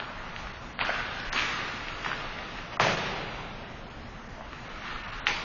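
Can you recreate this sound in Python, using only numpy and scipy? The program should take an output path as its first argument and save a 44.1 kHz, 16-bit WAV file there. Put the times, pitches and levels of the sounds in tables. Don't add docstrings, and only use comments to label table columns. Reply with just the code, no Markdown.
import sys
import numpy as np
from scipy import signal
from scipy.fft import dct
from scipy.io import wavfile
from scipy.ndimage import uniform_filter1d

SR = 44100
rng = np.random.default_rng(int(sys.argv[2]) if len(sys.argv) > 2 else 0)


def invert_db(level):
    return 10 ** (np.asarray(level, dtype=float) / 20)


def bounce(signal):
    frames = np.transpose(np.atleast_2d(signal))
    limited = np.clip(frames, -1, 1)
    pcm = np.round(limited * 32767).astype(np.int16)
    wavfile.write(sys.argv[1], SR, pcm)


N = 239897
STEP = 32

# (time [s], peak level [dB], crack [Hz], width [octaves], hall tail level [dB])
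BLOWS = [(.001, -17.5, 1308, 2.44, -45.5), (.363, -20.5, 2196, 1.1, -46), (.471, -25, 1240, 1.72, -46.5),
         (0.791, -15, 1450, 1.55, -30.5), (1.3291, -14.5, 2930, 2.57, -34.5), (1.884, -21, 2283, 1.2, -45),
         (2.047, -17, 1286, 1.9, -33.5), (2.388, -21.5, 1880, 1.34, -45), (2.587, -24, 1485, 1.5, -49.5),
         (2.798, -7, 918, 4.4, -23.5), (4.409, -30, 900, 1.12, -56), (4.531, -25.5, 1377, 1.8, -52.5),
         (5.135, -25, 1514, 2.16, -46.5), (5.2688, -5.2, 1896, 1.35, -32)]
# (time [s], peak level [dB], crack [Hz])
SLAPS = [(0.021, -26, 1180), (0.8105, -14.5, 2250), (0.811, -19, 800), (0.823, -17, 1200),
         (0.849, -20, 1480), (0.891, -16, 651), (0.901, -18, 1700), (1.003, -18, 1550), (1.332, -17, 1100),
         (1.36, -19, 2390), (1.378, -14, 2350), (1.388, -13, 2390), (1.394, -16, 2790), (1.404, -16, 2470),
         (1.421, -21, 1270), (2.06, -16.5, 1150), (2.114, -16, 1420), (2.129, -17, 1420),
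         (2.771, -21.5, 1070), (2.7995, -9, 900), (2.805, -11, 1300), (2.812, -14, 800), (2.847, -16, 1090),
         (2.867, -11, 600), (2.882, -17, 1500), (4.879, -26, 1970), (4.959, -25, 1350), (5.271, -15, 3100),
         (5.282, -18, 2240)]
# (time [s], peak level [dB], crack [Hz], width [octaves])
BRIGHT_TICK = (1.2, -13, 5600, 2)
# (time [s], rms level [dB], centre [Hz], width [octaves], T60 [s])
CLUSTERS = [(0.796, -35.5, 1520, 0.3, 3.14), (0.8, -39, 2500, 0.8, 2.5), (0.81, -40, 1230, .3, 1.5),
            (.89, -38.5, 662, 0.36, 0.25), (1.36, -33, 2780, 1, 0.61), (2.8, -30.5, 520, 1.1, 1.5),
            (2.8, -35, 5300, .8, 0.95), (2.8, -34.5, 151, 0.88, 1.2), (5.271, -28.5, 1900, 1.55, 0.33),
            (5.271, -33, 2250, .3, .6), (5.271, -35, 900, .4, .4), (5.27, -42, 6000, .3, .3),
            (5.274, -41.5, 400, 0.56, 0.65)]
# (peak time [s], level [dB], rise [s per 10 dB], fall [s per 10 dB], brightness [dB/octave])
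SKATES = [
    (0, -46.5, 0, .5, -8),
    (.4, -51, .5, 0.06, 4.5),
    (1.39, -29, 0.05, .07, .5),
    (1.52, -36, 0.34, 0.25, 2.5),
    (2.25, -43.5, 0.65, 0.2, .6),
    (2.6, -42, 0.15, 0.06, 1.1),
    (4.74, -43.5, .17, 0.26, .4),
    (4.88, -38.5, 0.06, 0.14, 0.8),
    (5.14, -46.5, 0.7, 0.5, -2),
]
# (frequency [Hz], density [dB per Hz])
BLADE = [(300, -25.5), (600, -6), (1200, 9.5), (2400, 5), (3500, -0.5), (5000, -16.5), (7500, -17)]
# (frequency [Hz], T60 [s])
HALL_T60 = [(100, 2.3), (300, 6.2), (800, 3.11), (2000, 2.07), (4000, 2.74), (7000, 1.21)]
# (frequency [Hz], level [dB])
HALL_COLOUR = [(100, 4.5), (300, 6), (800, 2.5), (2000, 0.66), (4000, -2.5), (7000, 5)]
# (frequency [Hz], density [dB per Hz])
AIR = [(20, 0.2), (45, -9.5), (120, -15), (200, -11.5), (350, -25), (600, -18.5), (2100, -27), (3300, -38)]
# (frequency [Hz], rms level [dB])
HUM = [(118.4, -54)]
# (start [s], end [s], cut [Hz], loss above it [dB])
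DROPOUTS = [(.735, .845, 4800, -40), (1.298, 1.322, 2800, -30), (2.772, 2.788, 2100, -50),
            (2.788, 2.794, 600, -30), (2.952, 2.97, 10, -6), (5.2, 5.256, 4300, -40),
            (5.262, 5.274, 3750, -6)]
BLINKS = [.526, 3.895, 4.283, 4.687, 5.029, 5.071, 5.114]
# (frequency [Hz], step [share of local rms])
COARSENESS = [(100, .8), (600, 1.2), (1500, 1.5), (3000, 2.1), (4500, 3.0), (6000, 3.9), (7200, 4.6)]

RATTLE = .05
BOOM_HZ, BOOM_OCTAVES = 227, 2.8
BOOM_DB, BOOM_DB_PER_OCTAVE, HEAVY_OCTAVES = -33, 9, 2.6
SLAP_OCTAVES = .7
GLIDE_DB = -60
AIR_DB = -43
FRAME, FIRST = 2822, 573
SHORT_BEFORE_S, SHORT_AFTER_S = .01, .018
BLINK_S, BLINK_HZ, BLINK_DB = .009, 2700, -13
CUTOFF_HZ = 8170


def rms_one(x):
    return x / np.sqrt(np.mean(x ** 2) + 1e-20)


def at_hz(points, hz):
    table_hz, values = np.transpose(points)
    return np.interp(np.log(hz + 1e-9), np.log(table_hz), values)


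def smooth(control):
    return np.interp(np.arange(N) / STEP, np.arange(len(control)), control)


def drift(rate_hz):
    r = np.exp(-2 * np.pi * STEP * rate_hz / SR)
    noise = rng.standard_normal(N // STEP + 2001)
    return rms_one(signal.lfilter([1], [1, -2 * r, r * r], noise)[2000:])


def band(x, hz, octaves):
    half = 2 ** (np.clip(octaves, .15, 4) / 2)
    edges = [hz / half, min(hz * half, .45 * SR)]
    return signal.sosfilt(signal.butter(2, edges, "band", fs=SR, output="sos"), x)


def bank(sources, gain_db, first=0):
    out = np.zeros(N)
    centres = 20 * 2 ** np.arange(0, 8.8, .5)
    for k, hz in enumerate(centres[first:]):
        out += smooth(invert_db(gain_db(hz))) * band(sources[k % 2], hz, 0.45)
    return out


def add(track, s, sound):
    at = max(round(s * SR), 0)
    track[at:at + len(sound)] += sound[:N - at]


def crack(hz, octaves, rattle, t60, noise):
    push = rattle * noise * invert_db(-60 * np.arange(len(noise)) / SR / t60) + 1e-18
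    push[0] = -1
    pulse = band(band(push, hz, octaves), hz, octaves + 1.2)
    return pulse / np.max(np.abs(pulse))


def blows():
    direct, send = np.zeros(N), np.zeros(N)
    noises = rng.standard_normal((len(BLOWS), 2048))
    for (s, peak_db, hz, octaves, hall_db), noise in zip(BLOWS, noises):
        weight = min(octaves, HEAVY_OCTAVES)
        add(direct, s, invert_db(peak_db) * crack(hz, weight, RATTLE, .03, noise))
        boom_db = hall_db + BOOM_DB + BOOM_DB_PER_OCTAVE * weight
        boom = invert_db(boom_db) * rms_one(crack(BOOM_HZ, BOOM_OCTAVES, .008, .02, noise))
        add(direct, s, 0.19 * boom)
        hall_crack = rms_one(crack(hz, octaves + 0.98, RATTLE / 2, .005, noise))
        add(send, s, invert_db(hall_db) * hall_crack + boom)
    return direct, send


def slaps():
    rows = [(*slap, SLAP_OCTAVES) for slap in SLAPS] + [BRIGHT_TICK]
    out, noises = np.zeros(N), rng.standard_normal((len(rows), 1024))
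    for (s, peak_db, hz, octaves), noise in zip(rows, noises):
        add(out, s + .0005, invert_db(peak_db - 3) * crack(hz, octaves, .2, .012, noise))
    return out


def clusters():
    out, t = np.zeros(N), np.arange(SR) / SR
    noises = rng.standard_normal((len(CLUSTERS), SR))
    for (s, level_db, hz, octaves, t60), noise in zip(CLUSTERS, noises):
        envelope = invert_db(level_db - 60 * t / t60) * (1 - np.exp(-t / 0.003))
        add(out, s, rms_one(band(noise, hz, octaves)) * envelope)
    return out


def skates():
    s, peak_db, rise_s, fall_s, bright_db = np.transpose(SKATES)[:, :, None]
    t = np.arange(0, N, STEP) / SR - s
    fade = np.where(t < 0, -t / rise_s, t / fall_s)
    power = invert_db(2 * (peak_db - 10 * fade))
    total = power.sum(axis=0) + invert_db(2 * GLIDE_DB)
    tilt_db = (power * bright_db).sum(axis=0) / total
    chips = rng.standard_normal((2, N)) * invert_db(3.0 * np.minimum(rng.exponential(1, N), 5))
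    hiss = bank(chips, lambda hz: at_hz(BLADE, hz) + tilt_db * np.log2(hz / 2000), first=6)
    flutter = invert_db(1.5 * drift(25)[:len(total)])
    return smooth(np.sqrt(total) * flutter) * rms_one(hiss)


def hall(x):
    t = np.arange(N // STEP + 1) * STEP / SR
    lumps_db = 1.5 * drift(40) * np.exp(-t / .2)
    early = invert_db(lumps_db + 1.7 * np.exp(-t / 0.15)) * (1 - np.exp(-t / .008))
    noise = rng.standard_normal((2, N)) * smooth(early)
    tail = bank(noise, lambda hz: at_hz(HALL_COLOUR, hz) - 60 * t / at_hz(HALL_T60, hz), first=4)
    return signal.fftconvolve(x, tail / np.sqrt(np.sum(tail ** 2)))[:N]


def ventilation():
    noise, t = rng.standard_normal((2, N)), np.arange(N) / SR
    hum = np.zeros(N)
    for hz, level_db in HUM:
        hum += smooth(invert_db(level_db + 2.6 * drift(2.6))) * np.sin(2 * np.pi * hz * t)
    air = bank(noise, lambda hz: at_hz(AIR, hz) + 2.1 * drift(7.8))
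    return hum + invert_db(AIR_DB) * rms_one(air)


def scene():
    direct, send = blows()
    scrape = skates()
    near = direct + slaps() + clusters() + scrape
    return (near + hall(send + invert_db(-3.5) * scrape) + ventilation())[None]


def coarse_spectrum(x, size, coarse, top_hz):
    count, half = N // FRAME * FRAME // size + 3 * FRAME // size, size // 2
    padded = np.pad(x, (size + FRAME - FIRST, (count + 2) * size))
    window = np.sin(np.pi * (np.arange(2 * size) + .5) / (2 * size))
    frames = padded[np.arange(count)[:, None] * size + np.arange(2 * size)] * window
    a, b, c, d = np.split(frames, 4, axis=1)
    lines = dct(np.hstack([-c[:, ::-1] - d, a - b[:, ::-1]]), type=4, norm="ortho")

    hz = (np.arange(size) + .5) * SR / 2 / size
    local_rms = np.sqrt(uniform_filter1d(lines ** 2, size=size // 70, axis=1) + 1e-16)
    step = coarse * at_hz(COARSENESS, hz) * local_rms
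    uneven = invert_db(2.0 * rng.standard_normal((count, 70)))
    step = step * uneven[:, np.arange(size) * 70 // size]
    top = top_hz - 250 * rng.exponential(1, (count, 1))
    rounded = np.round(lines / step) * step * (hz < top)

    back = dct(rounded, type=4, norm="ortho")
    low, high = back[:, :half], back[:, half:]
    frames = np.hstack([high, -high[:, ::-1], -low[:, ::-1], -low]) * window
    out = frames[1:, :size] + frames[:-1, size:]
    return out.ravel()[FRAME - FIRST:][:N]


def camera_frames(x):
    t = np.arange(0, N, STEP) / SR
    short = np.zeros(len(t))
    for start, end, *_ in DROPOUTS:
        inside_s = np.minimum(t - start + SHORT_BEFORE_S, end + SHORT_AFTER_S - t)
        short = np.maximum(short, np.clip(inside_s / 0.045 + .5, 0, 1))
    short = smooth(short)
    long_frames = coarse_spectrum(x, size=FRAME, coarse=1, top_hz=7400)
    short_frames = coarse_spectrum(x, size=FRAME // 16 * 2, coarse=.55, top_hz=7260)
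    return (1 - short) * long_frames + short * short_frames


def upper_dropouts(x):
    hz, t, lines = signal.stft(x, SR, nperseg=256, noverlap=128)
    level_db = 0
    blinks = [(s - BLINK_S / 2, s + BLINK_S / 2, BLINK_HZ, BLINK_DB) for s in BLINKS]
    for start, end, cut_hz, loss_db in [*DROPOUTS, *blinks]:
        inside = np.clip(np.minimum(t - start, end - t) / .003 + .5, 0, 1)
        above = np.clip((hz - cut_hz) / 300, 0, 1)
        level_db = level_db + np.outer(loss_db * above, inside)
    return signal.istft(lines * invert_db(level_db), SR, nperseg=256, noverlap=128)[1][:N]


def roll_off(x):
    return signal.sosfilt(signal.butter(12, 7670, fs=SR, output="sos"), x)


def record(dry):
    heard = upper_dropouts(camera_frames(dry[0]))
    top_cut = signal.cheby2(14, 80, CUTOFF_HZ, fs=SR, output="sos")
    mix = signal.sosfilt(top_cut, heard)[None]
    return roll_off(mix)


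dry = scene()
out = record(dry)
bounce(out)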